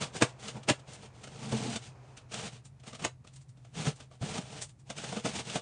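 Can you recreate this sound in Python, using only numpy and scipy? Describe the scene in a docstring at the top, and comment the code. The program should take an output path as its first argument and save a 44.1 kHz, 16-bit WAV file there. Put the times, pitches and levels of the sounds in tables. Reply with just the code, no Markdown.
"""A large cardboard box is cut open in a carpeted room, a few metres away, over a faint low hum.
In the first second two plastic straps split and snap. A blade saws along the taped lid, which groans
as it judders. At three seconds a strap gives a lighter snap and loose plastic flicks about. Then the
cardboard scrapes, cracks and booms as hands and knees bump it, busiest towards the end."""
import sys
import numpy as np
from scipy import signal
from scipy.fft import rfft, irfft
from scipy.io import wavfile
from scipy.ndimage import uniform_filter1d

SR = 44100
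rng = np.random.default_rng(int(sys.argv[2]) if len(sys.argv) > 2 else 0)


def to_wav(s):
    """Save 16-bit WAV."""
    ch = np.atleast_2d(s).T  # columns
    pcm = np.round(np.clip(ch, -1, 1) * 32767)  # PCM
    wavfile.write(sys.argv[1], SR, pcm.astype(np.int16))


N = 247401
TIME = np.arange(N) / SR
SPLIT_HZ = 1500  # crossover between mids and treble

# Tone of dry rubbing: frequency_hz, gain_db
FRICTION_SPECTRUM = [(120, -24.5), (200, -0.5), (244, -11.5), (313, -11), (451, -5), (532, -13),
                     (778, -11.5), (1050, -19.5), (1750, -24.5), (2840, -21), (5320, -25), (6280, -24),
                     (9200, -27.5), (9990, -41), (10500, -55.5), (13600, -84.5), (22000, -120)]


def undb(db):
    """Decibels to gain."""
    return 10 ** (np.asarray(db) / 20)


def unit(x):
    """Scale to rms 1."""
    return x / np.sqrt(np.mean(x ** 2) + 1e-18)


def steady(x):
    """Even out the loudness over a millisecond or two, leaving the fine grain."""
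    return x / np.sqrt(uniform_filter1d(x ** 2, 64) + .01)


def peak_level(x, db, crest=3.16):
    """Set a burst's peak level, taking the peak as crest times the rms of its loudest 5 ms."""
    loudest_rms = np.sqrt(uniform_filter1d(x ** 2, 220).max() + 1e-18)
    return x * undb(db) / (crest * loudest_rms)


def add(track, start_s, sound):
    """Mix a sound into the track."""
    start = int(start_s * SR)
    sound = sound[max(-start, 0):N - start]
    track[max(start, 0):max(start, 0) + len(sound)] += sound


def cut(x, hz, kind, order=4):
    """Low-pass or high-pass."""
    return signal.sosfilt(signal.butter(order, hz, kind, fs=SR, output="sos"), x)


def colour(x, spectrum, size=4096):
    """Minimum-phase EQ through points of frequency_hz, gain_db."""
    hz, db = np.transpose(spectrum)
    grid_hz = np.maximum(np.arange(size // 2 + 1) * SR / size, 1)
    gain = undb(np.interp(np.log(grid_hz), np.log(hz), db))
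    cepstrum = irfft(np.log(gain))
    cepstrum[1:size // 2] *= 2
    cepstrum[size // 2 + 1:] = 0
    impulse = irfft(np.exp(rfft(cepstrum)))
    return signal.fftconvolve(x, impulse)[:len(x)]


def ring(x, modes):
    """Drive a bank of resonances."""
    return sum(undb(db) * signal.lfilter(*signal.iirpeak(hz, hz / width_hz, SR), x)
               for hz, width_hz, db in modes)


def walk(rate_hz):
    """Smooth random drift at rms 1."""
    hold = int(SR / rate_hz)
    steps = np.repeat(rng.standard_normal(N // hold + 1), hold)
    return unit(uniform_filter1d(uniform_filter1d(steps, hold), hold)[:N])


def slips(samples, per_s, spread_db):
    """Tiny random fibre slips: clicks of uneven size."""
    happens = rng.random(samples) < per_s / SR
    size = undb(spread_db * np.minimum(rng.exponential(size=samples), 4))
    return unit(happens * size * rng.choice([-1, 1], samples))


def gain_curve(points, edge_s=.008):
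    """Fader ride through points of time_s, level_db, fading out beyond its ends."""
    times, levels = np.transpose(points)
    outside_s = np.maximum(times[0] - TIME, 0) + np.maximum(TIME - times[-1], 0)
    return undb(np.interp(TIME, times, levels)) * np.exp(-outside_s / edge_s)


def swell(t, rise_s, fade_s):
    """Envelope that grows towards t = 0 and dies away after it."""
    return np.exp(np.minimum(t, 0) / rise_s - np.maximum(t, 0) / fade_s)


def gesture(start_s, length_s, db, growth_db=0, attack_s=0.0096, release_s=0.018):
    """Envelope of one movement: it builds until start_s, presses harder or lighter, and lets go."""
    t = TIME - start_s
    attack = np.exp(np.clip(t, -1, 0) / attack_s)
    pressure = undb(db + growth_db * np.clip(t / length_s, 0, 1))
    release = np.exp(-np.clip(t - length_s, 0, 1) / release_s)
    return attack * pressure * release


def thump(t, hz, push_s, fade_s, upper_db=-9, ratio=1.4):
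    """A soft push sets a panel swinging in two quickly damped modes."""
    t = np.maximum(t, 0)
    swing = np.sin(2 * np.pi * hz * t) + undb(upper_db) * np.sin(2 * np.pi * hz * ratio * t)
    return swing * (1 - np.exp(-t / push_s)) ** 2 * np.exp(-t / fade_s)


def background(hum_hz=127.5, hum_db=-56.5, rumble_db=-57.5):
    """A wavering hum over low rumble, and a soft hiss that is turned down after about two seconds."""
    # Tone of the rumble: frequency_hz, gain_db
    rumble_spectrum = [(15, -31.5), (30, -15), (50, -4.5), (75, -1), (135, 7.5), (175, -7), (230, -13),
                       (330, -17.5), (600, -40)]
    # Tone of the hiss: frequency_hz, gain_db
    hiss_spectrum = [(120, -34), (200, -1.5), (766, -2.5), (2070, -15), (2520, -13.5), (3080, -22.5),
                     (6710, -24), (8330, -31), (10500, -46.5), (13600, -94.5), (22000, -120)]
    # Fader ride on the hiss: time_s, level_db
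    hiss_levels = [(0, -56.5), (1.0, -61.5), (2.1, -60), (2.3, -64.5), (2.7, -71), (3.5, -74), (4.8, -74.5),
                   (5.6, -74)]
    pitch_hz = hum_hz + 3.6 * walk(15)
    hum = np.sin(2 * np.pi * np.cumsum(pitch_hz) / SR) * undb(walk(19))
    rumble = unit(colour(rng.standard_normal(N), rumble_spectrum))
    hiss = unit(colour(rng.standard_normal(N), hiss_spectrum)) * gain_curve(hiss_levels)
    return undb(hum_db) * unit(hum) + undb(rumble_db) * rumble + hiss


def rustling():
    """Loose straps and clothes tick lightly between the strokes."""
    # Small movements: start_s, length_s, level_db
    rustles = [(0.269, 0.032, -54.5), (0.753, 0.03, -70.5), (2.037, 0.18, -70), (2.765, 0.04, -83.5),
               (3.26, 0.15, -73), (3.573, 0.14, -73.5), (3.982, 0.053, -59.5), (4.123, 0.032, -63.5),
               (4.873, 0.11, -61.5)]
    friction = colour(slips(N, per_s=2700, spread_db=1.6), FRICTION_SPECTRUM)
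    ticks = unit(cut(friction, 650, "high", order=2))
    return ticks * sum(gesture(*rustle) for rustle in rustles)


def strap_flicks(lead_s=.02):
    """Loose straps of thin, hard plastic flick together in a short bright chatter."""
    # Strap against strap: start_s, level_db
    flicks = [(0.933, -41.5), (2.6524, -47), (3.3353, -52.5), (3.36, -47.5), (3.4127, -55), (3.4906, -57),
              (3.9595, -50), (4.6186, -29), (4.691, -49.5), (4.796, -58.5)]
    # Tone of hard plastic: frequency_hz, gain_db
    plastic_spectrum = [(800, -7), (2000, -6), (4000, -4.5), (6000, -2.5), (7500, 1), (9500, -3),
                        (10500, -45)]
    out = np.zeros(N)
    t = np.arange(SR // 5) / SR - lead_s
    envelope = swell(t - .003, rise_s=0.0057, fade_s=0.013)
    for start_s, db in flicks:
        chatter = colour(slips(len(t), per_s=7000, spread_db=1.8) * envelope, plastic_spectrum)
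        add(out, start_s - lead_s, peak_level(chatter, db, crest=2.26))
    return out


def box_bumps():
    """A bumped panel of the box booms; the contact adds a dull knock."""
    # Hands and knees on the box: start_s, level_db, pitch_hz, knock_db (relative to the boom)
    bumps = [(0.147, -33, 153, -2), (0.555, -40, 126.4, -6.5), (0.88, -40.5, 138, -8),
             (1.52, -25, 126.5, -5.5), (1.875, -37, 127, -24), (3.016, -34, 148, -10.5),
             (3.763, -30.5, 160, -26), (3.794, -27, 150, -14), (3.869, -16.5, 149, -18),
             (4.211, -28.5, 111, -18), (4.23, -24, 152, -32), (4.381, -27.5, 178, -9.5),
             (5.124, -30.5, 194, -6), (5.165, -30, 211.5, -13), (5.244, -23.5, 192, -7.5),
             (5.553, -33.5, 167, 3)]
    # Resonances of the knock: pitch_hz, width_hz, gain_db
    knock_modes = [(390, 25, -2.5), (460, 140, 0), (655, 230, -3.5)]
    out = np.zeros(N)
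    t = np.arange(SR // 5) / SR
    envelope = swell(t - .005, rise_s=0.0052, fade_s=0.014)
    for start_s, db, pitch_hz, knock_db in bumps:
        contact = slips(len(t), per_s=4000, spread_db=2.3) * envelope
        knock = cut(ring(contact, knock_modes), 1100, "low")
        boom = thump(t, pitch_hz, push_s=0.0053, fade_s=0.0098, upper_db=-12, ratio=1.5)
        add(out, start_s, peak_level(boom, db, crest=1.93))
        add(out, start_s, peak_level(knock, db + knock_db, crest=1.63))
    return out


def cardboard_cracks(lead_s=.05):
    """Each crack is a short avalanche of breaking fibres."""
    # Cardboard and tape giving way: start_s, treble_db, mids_db (relative to the treble)
    cracks = [(0.0175, -37, 2), (0.481, -29, -21), (0.632, -41, -18), (0.794, -48, -5),
              (1.2372, -36.5, -11), (1.2731, -42, -1.5), (1.524, -47, -1), (1.5475, -37, -14),
              (1.759, -25, -13), (2.1722, -39, -15.5), (2.319, -36, -18), (2.34, -27, -10.5),
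              (2.799, -53.5, -9), (2.8355, -48.5, -5), (2.9303, -39.5, -2.5), (2.9486, -37, -8),
              (2.994, -41, -3), (3.022, -36.5, -7), (3.2462, -53.5, 2), (3.2725, -43.5, -17),
              (3.572, -59, 0), (3.6483, -51.5, -3), (3.8666, -28, -4.5), (4.0024, -40.5, -9.5),
              (4.1123, -55.5, 3.5), (4.224, -38, 3.5), (4.379, -32.5, -13), (4.901, -30, -4.5),
              (4.98, -30, -11.5), (5.0395, -31, -5.5), (5.1245, -34.5, -1), (5.1661, -32.5, 0),
              (5.2552, -28, 0), (5.4977, -29.5, -13), (5.5563, -24.5, -2.5)]
    # Tone of a crack: frequency_hz, gain_db
    crack_spectrum = [(100, -22.5), (200, 3), (340, -8), (480, -6.5), (680, -2.5), (950, -18), (1250, -8.5),
                      (1700, -17.5), (2900, -11.5), (5000, -17), (6300, -15.5), (9200, -19.5),
                      (10500, -45.5)]
    out = np.zeros(N)
    t = np.arange(SR // 5) / SR - lead_s
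    envelope = swell(t - .002, rise_s=0.0036, fade_s=0.01)
    for start_s, treble_db, mids_db in cracks:
        burst = colour(slips(len(t), per_s=8000, spread_db=1.1) * envelope, crack_spectrum)
        treble = peak_level(cut(burst, SPLIT_HZ, "high"), treble_db)
        mids = peak_level(cut(burst, SPLIT_HZ, "low"), treble_db + mids_db, crest=1.52)
        add(out, start_s - lead_s, treble + mids)
    return out


def scraping():
    """Stick and slip on cardboard: a dry rasp from the surface, a hollow body from the panels."""
    # Blade, straps and hands sliding: start_s, length_s, treble_db, growth_db, body_db (over treble)
    strokes = [(0.019, 0.035, -37.5, -4.5, -0.5), (0.153, 0.016, -41, 2, -5.5),
               (0.398, 0.095, -56.5, 11.5, -2.5), (0.56, 0.02, -54.5, -2.5, 11),
               (0.882, 0.073, -57, 3.5, -2), (0.987, 0.066, -59.5, 5, 1.5), (1.143, 0.26, -65.5, 11, 1),
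               (1.425, 0.099, -51.5, 4.5, 1.5), (1.527, 0.218, -45, 0.5, -2.5),
               (1.826, 0.058, -52, -3, -18), (2.321, 0.15, -46, 1.5, -2), (2.532, 0.03, -53, -3, -3),
               (2.873, 0.023, -46.5, -4, -1), (2.997, 0.035, -56.5, 3.5, 1), (3.754, 0.13, -49, 11, -1),
               (4.225, 0.157, -50.5, 9, 0.5), (4.425, 0.18, -57, 8, -1), (4.97, 0.23, -48, -2, -2.5),
               (5.257, 0.086, -37.5, -13, -3), (5.359, 0.038, -38.5, -2.5, -1.5),
               (5.455, 0.12, -48, 5.5, -4)]
    # Resonances of the panels: pitch_hz, width_hz, gain_db
    panel_modes = [(145.8, 47, 16), (195, 50, -1), (342, 36, 1)]
    friction = slips(N, per_s=5000, spread_db=1.3) * undb(1.7 * walk(90))
    rasp = colour(friction, FRICTION_SPECTRUM)
    treble = unit(cut(rasp, SPLIT_HZ, "high"))
    mids = undb(1.5) * unit(cut(rasp, SPLIT_HZ, "low"))
    hollow = unit(cut(cut(ring(friction, panel_modes), 420, "low"), 58, "high"))
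    out = np.zeros(N)
    for start_s, length_s, treble_db, growth_db, body_db in strokes:
        pressure = gesture(start_s, length_s, treble_db, growth_db)
        out += pressure * (treble + undb(body_db) * (mids + hollow))
    return out


def blade_judder(catch_hz=221, wobble=0.02985, drag_db=-3, trim_db=-1.5):
    """The blade catches and jumps in step with the groaning lid; its drag rings the other modes."""
    # Resonances of the lid: pitch_hz, width_hz, gain_db
    lid_modes = [(129.5, 10.5, 7.5), (221, 34, -1.5), (438, 31, -17), (700, 61, -17.5)]
    # Swell of the groan: time_s, level_db (before the trim)
    groan_levels = [(1.39, -51), (1.534, -33.5), (1.572, -35.5), (1.664, -28.5), (1.746, -46),
                    (1.77, -36.5), (1.8, -71)]
    cycles = np.cumsum(catch_hz * (1 + wobble * walk(50))) / SR
    catches = np.diff(np.floor(cycles), prepend=0) * undb(4.1 * walk(79.4))  # one uneven kick a cycle
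    groan = unit(ring(catches, lid_modes))
    drag = unit(ring(slips(N, per_s=1500, spread_db=1.2), lid_modes))
    drone = cut(cut(groan + undb(drag_db) * drag, 820, "low"), 97, "high")
    return undb(trim_db) * unit(drone) * gain_curve(groan_levels)


def strap_snaps(lead_s=.1):
    """A strap's fibres split for a moment, then it breaks with a pop, rings and slaps the box."""
    # Straps cut or yanked loose: break_s, level_db, split_db, split_s, slap_db, ring_db
    # (split, slap and ring are relative levels)
    snaps = [(0.221, -6, -11.5, 0.0063, -7, -24), (0.698, -10, -2, 0.0097, -3, -21),
             (3.048, -15.5, -6.5, 0.0042, -12.5, -11)]
    # Tone of the break: frequency_hz, gain_db
    snap_spectrum = [(60, -23.5), (120, -7.5), (250, -2), (430, 0.5), (700, -3), (1050, -7), (1800, -11.5),
                     (2800, -9.5), (4000, -16), (6500, -17), (9000, -19), (10500, -37.5)]
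    # Resonances of the strap: pitch_hz, width_hz, gain_db
    strap_modes = [(1817, 90, -1.5), (2100, 70, -15), (2586, 280, 3.5), (3760, 180, -2), (4800, 110, -23),
                   (6360, 59, 9.5)]
    out = np.zeros(N)
    t = np.arange(SR // 3) / SR - lead_s
    pop = swell(t - .001, rise_s=.0005, fade_s=.0105) + .4 * swell(t - .001, rise_s=.0004, fade_s=.002)
    slap = thump(t, 215, push_s=0.0038, fade_s=0.006, upper_db=2)
    slap += undb(-2) * thump(t, 125, push_s=0.0046, fade_s=0.0084)
    for break_s, db, split_db, split_s, slap_db, ring_db in snaps:
        fibres = slips(len(t), per_s=9000, spread_db=0.73)
        ringing = undb(ring_db) * unit(ring(fibres, strap_modes))
        crackle = steady(unit(colour(fibres, snap_spectrum)) + ringing)
        splitting = np.exp(np.minimum(t + split_s, 0) / 0.0041) * (t < 0)  # builds, holds to the break
        crack = peak_level(crackle * (undb(split_db) * splitting + pop), db)
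        snap = crack + peak_level(slap, db + slap_db)
        add(out, break_s - lead_s, cut(snap, 75, "high"))
    return out


def room(x, t60_s=0.14, wet_db=-11, predelay_s=.005):
    """Windows and walls return a short diffuse tail; carpet and sofas soak it up."""
    t = np.arange(SR // 3) / SR
    decay = np.exp(-np.log(1000) * t / t60_s) * (t > predelay_s)
    tail = cut(rng.standard_normal(len(t)), 370, "high") * decay
    tail /= np.sqrt(np.sum(tail ** 2))
    return x + undb(wet_db) * signal.fftconvolve(x, tail)[:N]


def scene():
    """All the work on the box, heard in the room over the background, in mono."""
    work = strap_snaps() + cardboard_cracks() + strap_flicks() + box_bumps()
    work = work + scraping() + rustling() + blade_judder()
    return (room(work) + background())[None]


def record(dry):
    """The phone cuts the top steeply above 10.1 kHz."""
    return signal.sosfilt(signal.ellip(10, .3, 80, 10100, fs=SR, output="sos"), dry)


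dry = scene()
out = record(dry)
to_wav(out)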